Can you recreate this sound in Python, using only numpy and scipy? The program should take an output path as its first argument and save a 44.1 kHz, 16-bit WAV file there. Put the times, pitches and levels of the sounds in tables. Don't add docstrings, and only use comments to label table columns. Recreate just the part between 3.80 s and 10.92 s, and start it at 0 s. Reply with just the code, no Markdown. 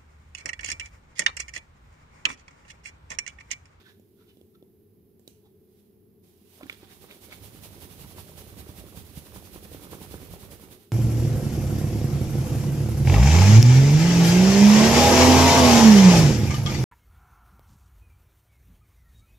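import sys
import numpy as np
from scipy import signal
from scipy.fft import rfft, irfft, next_fast_len
from scipy.io import wavfile
from scipy.ndimage import map_coordinates

SR = 44100
rng = np.random.default_rng(int(sys.argv[2]) if len(sys.argv) > 2 else 0)


def master(y):
    cut = np.clip(np.atleast_2d(y).T, -1, 1)
    pcm = np.round(cut * 32767)
    wavfile.write(sys.argv[1], SR, pcm.astype(np.int16))


N = 313982

# (time [s], impact level [dB], pitch [Hz], sharp smack level [dB])
HARD_IMPACTS = [(2.81, -36.5, 600, -43.5), (2.831, -34, 277, -52), (2.857, -38.5, 262, -54),
                (3.03, -40.5, 307, -52), (3.241, -42, 354, -45.5), (4.243, -37.5, 135, -47),
                (4.382, -45, 437, -38), (4.891, -38.5, 193, -46.5), (4.985, -37, 196, -48),
                (5.172, -33.5, 150, -45), (5.373, -31, 151, -50), (5.56, -39, 390, -38.5),
                (5.76, -34.5, 310, -43), (5.947, -31.5, 343, -49), (6.131, -32.5, 530, -36.5),
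                (6.341, -29, 347, -41.5), (6.401, -39, 348, -60), (6.538, -33.5, 350, -44),
                (6.732, -39, 342, -51)]
# (time [s], snap level [dB], ring pitch [Hz], crack level re snap [dB], dull knock level of the wall [dB])
SNAPS = [(0.1961, -64, 2510, -2, -46.5), (0.5699, -57, 3470, -13, -47), (0.612, -54, 3400, -13, -44.5),
         (0.8251, -56.5, 3450, -15, -41), (1.394, -64, 1790, -0.5, -51), (1.476, -37.5, 3910, -9.5, -39),
         (2.831, -38, 2380, -22, -55), (2.866, -46, 1750, -13, -48), (2.8964, -20.5, 2330, -26, -42),
         (2.9262, -36.5, 3380, -16, -45), (3.3098, -37, 2460, -20, -61), (3.5251, -33, 2230, -18, -42.5)]
# (time [s], level [dB])
HEAVE_LEVEL = [(2.72, -79), (2.85, -61), (3.22, -57), (3.38, -64), (3.62, -50), (4.22, -49.5),
               (4.75, -48.5), (5.6, -50.5), (6.5, -46), (6.77, -52.5), (6.96, -54.5), (7.1, -82)]


def amp(db):
    return 10 ** (np.asarray(db) / 20)


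def unit(x):
    return x / np.sqrt(np.mean(x ** 2) + 1e-20)


def along(points, hz):
    f, value = np.transpose(points)
    return np.interp(np.log(hz + 1), np.log(f + 1), value)


def level(rows):
    s, db = np.transpose(rows)
    knots_s = np.r_[s[0] - .1, s, s[-1] + .1]
    return amp(np.interp(np.arange(N) / SR, knots_s, np.r_[-120, db, -120]))


def wobble(rate):
    knots = rng.standard_normal(int(N * rate / SR) + 4)
    return map_coordinates(knots, [np.arange(N) * rate / SR])


def filtered(x, response):
    size = next_fast_len(N + SR // 2)
    return irfft(rfft(x, size) * response(np.fft.rfftfreq(size, 1 / SR)), size)[..., :N]


def add(track, s, sound):
    start = max(round(s * SR), 0)
    part = track[..., start:start + sound.shape[-1]]
    part += sound[..., :part.shape[-1]]


def rush(spectrum, grit_db=0):
    # (frequency [Hz], coherence [0-1])
    coherence = [(100, 0.84), (400, 0.85), (1000, 0.03), (2500, 0.21), (6000, 0), (12000, 0.1)]
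    pair = rng.standard_normal((2, N)) * amp(grit_db * wobble(900))

    def mid_side_gains(hz):
        angle = np.arccos(np.clip(along(coherence, hz), -1, 1)) / 2
        return amp(along(spectrum, hz)) * [np.cos(angle), np.sin(angle)]
    mid, side = filtered(pair, mid_side_gains)
    return unit(np.array([mid + side, mid - side]))


def surges(times, levels_db, rise, fall, rest):
    power = np.zeros(N)
    t = np.arange(-SR // 5, SR // 5) / SR
    skirt = rest * np.exp(-.5 * (t / 0.087) ** 2)
    for s, db in zip(times, levels_db):
        bell = np.exp(-.5 * (t / np.where(t < 0, rise, fall)) ** 2)
        add(power, s + t[0], amp(db) ** 2 * (bell + skirt))
    return np.sqrt(power)


def turns():
    # (time [s], turns made)
    pace = [(3.13, 0), (3.756, 6), (4.396, 13), (4.793, 17), (5.375, 23), (6.13, 31), (7.026, 40)]
    # (time [s], downswing swish level [dB], upswing swish level [dB], churn level [dB])
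    effort = [(3.13, -57.5, -58, -61.5), (3.62, -48, -53, -54), (4.4, -46.5, -53, -54),
              (4.85, -48, -53, -51), (5.25, -47, -54.5, -55), (5.8, -48.5, -51, -51.5),
              (6.3, -47, -48, -47), (6.9, -50, -53, -53), (7.03, -58, -61, -68)]
    at, made = np.transpose(pace)
    number = np.arange(made[-1] + 1)
    s = np.interp(number, made, at)
    down = number % 2 == 1
    when, *columns = np.transpose(effort)
    down_db, up_db, churn_db = [np.interp(s, when, column) for column in columns]
    return s, down, np.where(down, down_db, up_db), churn_db


def bubbles(rate, pitch_hz, spread, cycles, size_db):
    draws = rng.random((int(rate * N / SR), 4))
    when, wide, angle, size = draws.T[:, :, None]
    normal = np.sqrt(-2 * np.log(1 - wide)) * np.cos(2 * np.pi * angle)
    hz = pitch_hz * np.exp(spread * normal)
    t = np.arange(SR // 50) / SR
    age = hz * t / cycles
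    tone = np.sin(2 * np.pi * hz * t * (1 + 0.06 * np.minimum(age, 1)))
    ring = tone * amp(-60 * age) * (1 - np.exp(-2 * hz * t))
    ring = ring * amp(-size_db * np.log(1 - .98 * size))
    index = (when * N).astype(int) + np.arange(len(t))
    return unit(np.bincount(index.ravel(), ring.ravel(), minlength=N)[:N])


def churning():
    # (frequency [Hz], spectral level [dB])
    churn_spectrum = [(100, -15.5), (200, 1.5), (290, -3), (400, -2), (560, -7), (800, -29.5), (1150, -16),
                      (1600, -19), (2500, -20), (6000, -68)]
    s, _, _, churn_db = turns()
    hit_s, _, _, smack_db = np.transpose(HARD_IMPACTS)
    at_turns = surges(s, churn_db, rise=0.034, fall=0.033, rest=0.1)
    at_impacts = surges(hit_s, smack_db - 11, rise=0.016, fall=0.008, rest=0)
    noise = amp(-4.0) * rush(churn_spectrum, grit_db=5.0) * amp(2.0 * wobble(70))
    gulps = amp(-6.5) * bubbles(rate=220, pitch_hz=440, spread=0.38, cycles=4.4, size_db=4.5)
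    return np.hypot(at_turns, at_impacts) * (noise + gulps)


def froth():
    s, _, swish_db, _ = turns()
    throw = surges(s, swish_db, rise=0.0092, fall=0.021, rest=.04)
    return throw * amp(-17.5) * bubbles(rate=900, pitch_hz=1990, spread=0.395, cycles=10.0, size_db=0.0)


def drops():
    s, _, _, churn_db = turns()
    drip = bubbles(rate=28, pitch_hz=1066, spread=0.24, cycles=11, size_db=2.5)
    return amp(-15.5) * level(np.c_[s, churn_db]) * drip


def heave():
    # (frequency [Hz], spectral level [dB])
    swell_spectrum = [(24, -48), (40, -11), (60, -0.5), (88, 1), (125, -4), (200, -8.5), (320, -23.5),
                      (800, -46)]
    peak_db, lag_s = 5, 0.0054
    s, down, _, _ = turns()
    landing = surges(s[down] + lag_s, np.full(down.sum(), peak_db), rise=0.018, fall=0.013, rest=0.018)
    lumps = np.hypot(1, landing) * amp(1.1 * wobble(35))
    return amp(-3.0) * level(HEAVE_LEVEL) * lumps * rush(swell_spectrum)


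def push(hz, cycles, rise=0.45, sag=0.13):
    age = hz * np.arange(SR // 20) / SR
    envelope = (1 - np.exp(-(age / rise) ** 2)) * np.exp(-age / cycles)
    wave = envelope * np.sin(2 * np.pi * age * (1 + sag * np.exp(-age / 2)))
    return -wave / np.abs(wave).max()


def light_slaps():
    over_churn_db, smack_re_slap_db, spread_db = 7, -9, 2
    typical_hz, spread_octaves, scatter_s = 262, 0.53, .028
    s, _, _, churn_db = turns()
    late, size, pitch, wet = rng.standard_normal((len(s), 4)).clip(-2, 2).T
    db = churn_db + over_churn_db + spread_db * size
    hz = typical_hz * 2 ** (spread_octaves * pitch)
    smack_db = db + smack_re_slap_db + spread_db * wet
    return np.c_[s + scatter_s * late, db, hz, smack_db]


def thumps(smack_hz, smack_s, jolt_hz, jolt_db):
    # (time [s], decay to 1/e [cycles])
    wall_ring = [(2.8, 1.3), (3.3, 0.41)]
    pushes, jolts, t = np.zeros(N), np.zeros(N), np.arange(SR // 20) / SR
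    jolt = np.hanning(len(t)) * np.sin(2 * np.pi * jolt_hz * t)
    smack = np.exp(-t / smack_s) * np.sin(2 * np.pi * smack_hz * t)
    onset = 1 - np.exp(-t / 0.00041)
    for s, db, hz, smack_db in [*HARD_IMPACTS, *light_slaps()]:
        cycles = np.interp(s, *np.transpose(wall_ring))
        add(pushes, s - .0005, amp(db) * push(hz, cycles))
        add(jolts, s - .016, amp(db + jolt_db) * jolt_hz / hz * jolt)
        noise = signal.lfilter(*signal.iirpeak(smack_hz, 1.6, SR), rng.standard_normal(len(t)))
        burst = np.exp(-t / 0.012) * noise
        add(pushes, s + 0.00049, -amp(smack_db + 5) * onset * (smack + amp(0.5) * burst))
    swing = level(HEAVE_LEVEL)
    return pushes + jolts * swing / swing.max()


def knocks():
    track = np.zeros(N)
    for s, *_, knock_db in SNAPS:
        add(track, s + 0.00042, amp(knock_db) * push(hz=324, cycles=0.46))
    return track


def clicks(ring_t60, crack_t60, ring_db, crack_db):
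    modes = [(.6, -13), (.8, -9.5), (1, 1.5), (1.2, -10), (1.45, -9)]  # (multiple of ring pitch, level [dB])
    rings, cracks, t = np.zeros(N), np.zeros((2, N)), np.arange(SR // 25) / SR
    onset = 1 - np.exp(-t / 0.00023)
    for s, db, hz, bright_db, _ in SNAPS:
        ring = np.zeros(len(t))
        for k, (ratio, mode_db) in enumerate(modes):
            ring += amp(mode_db) * np.sin(2 * np.pi * hz * ratio * t + k * k)
        add(rings, s + 0.000968, ring * amp(db + ring_db - 60 * t / ring_t60) * onset)
        crack = amp(db + bright_db + crack_db - 60 * t / crack_t60) * rng.standard_normal((2, len(t)))
        add(cracks, s + 0.001072, signal.lfilter(*signal.butter(2, 0.73 * hz, "high", fs=SR), crack))
    beamed = signal.lfilter(*signal.butter(1, 7000, "high", fs=SR), cracks)
    return rings + amp(2.5) * beamed + room(amp(-21.0) * rings + amp(-4.0) * cracks)


def scrapes_and_splashes(width_hz, cap_hz, cap_width_hz, cap_db):
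    # (frequency [Hz], spectral level [dB])
    grain_spectrum = [(600, -5.5), (1200, -1), (1700, -1.5), (2500, -1.5), (3000, -4.5), (3450, 1.5),
                      (4200, -5), (5500, -9.5), (9000, -21), (15000, -29)]
    # (time [s], half length [s], grain level [dB], resonance level [dB], resonance pitch [Hz])
    bursts = [(0.004, 0.026, -57.5, -66, 1530), (0.069, 0.014, -68, -59.5, 1500),
              (0.089, 0.035, -62, -60.5, 1730), (0.415, 0.03, -69, -71.5, 1410),
              (0.497, 0.025, -69.5, -66.5, 2980), (0.754, 0.0076, -77, -66, 1280),
              (1.664, 0.016, -78, -69, 824), (2.837, .009, -62, -54.5, 1370),
              (2.915, 0.035, -52, -67, 1400), (3.036, 0.029, -58.5, -61.5, 770),
              (3.112, 0.023, -54.5, -65.5, 1800), (3.315, 0.029, -52, -62, 2160),
              (3.524, 0.022, -48.5, -54, 2280)]
    grains = rush(grain_spectrum, grit_db=4.0)
    track, t = np.zeros((2, N)), np.arange(N) / SR
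    for s, half, grain_db, resonance_db, hz in bursts:
        near = np.abs(t - s) < 4 * half
        noise = rng.standard_normal(N)[near]
        varying = unit(signal.lfilter(*signal.iirpeak(hz, hz / width_hz, SR), noise))
        cap = unit(signal.lfilter(*signal.iirpeak(cap_hz, cap_hz / cap_width_hz, SR), noise))
        resonant = amp(resonance_db) * (varying + amp(cap_db) * cap)
        envelope = 1 / np.cosh(1.57 * (t[near] - s) / half)
        track[:, near] += envelope * (amp(grain_db) * grains[:, near] + resonant)
    return track


def sleeve():
    # (frequency [Hz], spectral level [dB])
    cloth_spectrum = [(300, -14), (700, 3.5), (1300, -6), (3500, 0.5), (5000, -2.5), (7500, -4.5),
                      (9500, -1.5), (11700, 1.5), (13500, -0.5), (15500, -1.5)]
    # (time [s], level [dB], rise [s], fall [s])
    reaches = [(.1, -67, .05, 0.066), (.49, -69, 0.3, 0.21), (1.49, -66.5, 0.038, 0.14),
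               (2.0, -66.5, 0.11, .08), (2.44, -64, .008, 0.36), (2.749, -55.5, 0.091, 0.31),
               (2.93, -71, .06, 0.13)]
    s, _, swish_db, _ = turns()
    shaking = surges(s - .002, swish_db, rise=0.013, fall=0.018, rest=0.086)
    t = np.arange(N) / SR
    power = np.zeros(N)
    for at, db, rise, fall in reaches:
        power += (amp(db) * np.exp(-np.abs((t - at) / np.where(t < at, rise, fall)))) ** 2
    reaching = np.sqrt(power) * amp(0.75 * wobble(30.16))
    envelope = amp(2.0) * shaking + amp(-0.5) * reaching
    return envelope * amp(0.89 * wobble(60)) * rush(cloth_spectrum, grit_db=0.96)


def room(x):
    # (frequency [Hz], time to fall 60 dB [s])
    decay = [(150, 0.25), (1000, 0.3), (4000, 0.42), (12000, 0.26)]
    hz, t, z = signal.stft(rng.standard_normal((2, SR // 2)), SR, nperseg=256)
    tail = signal.istft(z * amp(-60 * t / along(decay, hz)[:, None]), SR, nperseg=256)[1]
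    tail = tail / np.linalg.norm(tail[0])
    tail = np.pad(tail, ((0, 0), (SR // 250, 0)))
    return signal.fftconvolve(x, tail, axes=1)[:, :N]


def placed(x, lag_ms):
    # (frequency [Hz], level difference [dB])
    balance = [(60, -6), (160, -5), (450, -3), (1200, -6), (3300, -6.5), (7500, -4), (9000, -14.5),
               (11500, -11.5), (15000, -9)]

    def gains(hz):
        left = amp(along(balance, hz))
        delay = np.exp(-2j * np.pi * hz * lag_ms / 1000)
        return np.array([left * delay, np.ones_like(left)]) * np.sqrt(2 / (1 + left ** 2))
    return filtered(x, gains)


def background():
    # (frequency [Hz], spectral level [dB])
    hum_spectrum = [(20, -38), (45, -14.5), (65, -14), (90, 2), (140, -8.5), (210, 0), (290, -10),
                    (365, -1), (425, -1.5), (505, -21), (700, -26), (1400, -36.5), (5000, -39.5),
                    (10000, -50)]
    # (frequency [Hz], spectral level [dB])
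    hiss_spectrum = [(500, -51), (3000, -37), (7000, -17), (10000, -6.5), (11000, 4.5), (15500, 3.5)]
    hiss_gain = amp([[-75], [-67.5]])
    return amp(-58.5) * rush(hum_spectrum) + hiss_gain * rush(hiss_spectrum)


def scene():
    soap = churning() + froth() + drops() + heave()
    impacts = thumps(smack_hz=980, smack_s=0.0015, jolt_hz=68.2, jolt_db=3.0)
    bursts = scrapes_and_splashes(width_hz=80, cap_hz=3560, cap_width_hz=260, cap_db=-3.5)
    bottle = soap + impacts + knocks() + bursts
    snaps = clicks(ring_t60=0.014, crack_t60=0.013, ring_db=-1, crack_db=8.5)
    arm = sleeve()
    walls = amp(-10.5) * room(bottle + arm)
    return placed(bottle + snaps + walls, lag_ms=0.17) + placed(arm, lag_ms=0.326) + background()


def record(dry):
    return filtered(dry, lambda hz: hz < 15620)


dry = scene()
out = record(dry)
master(out)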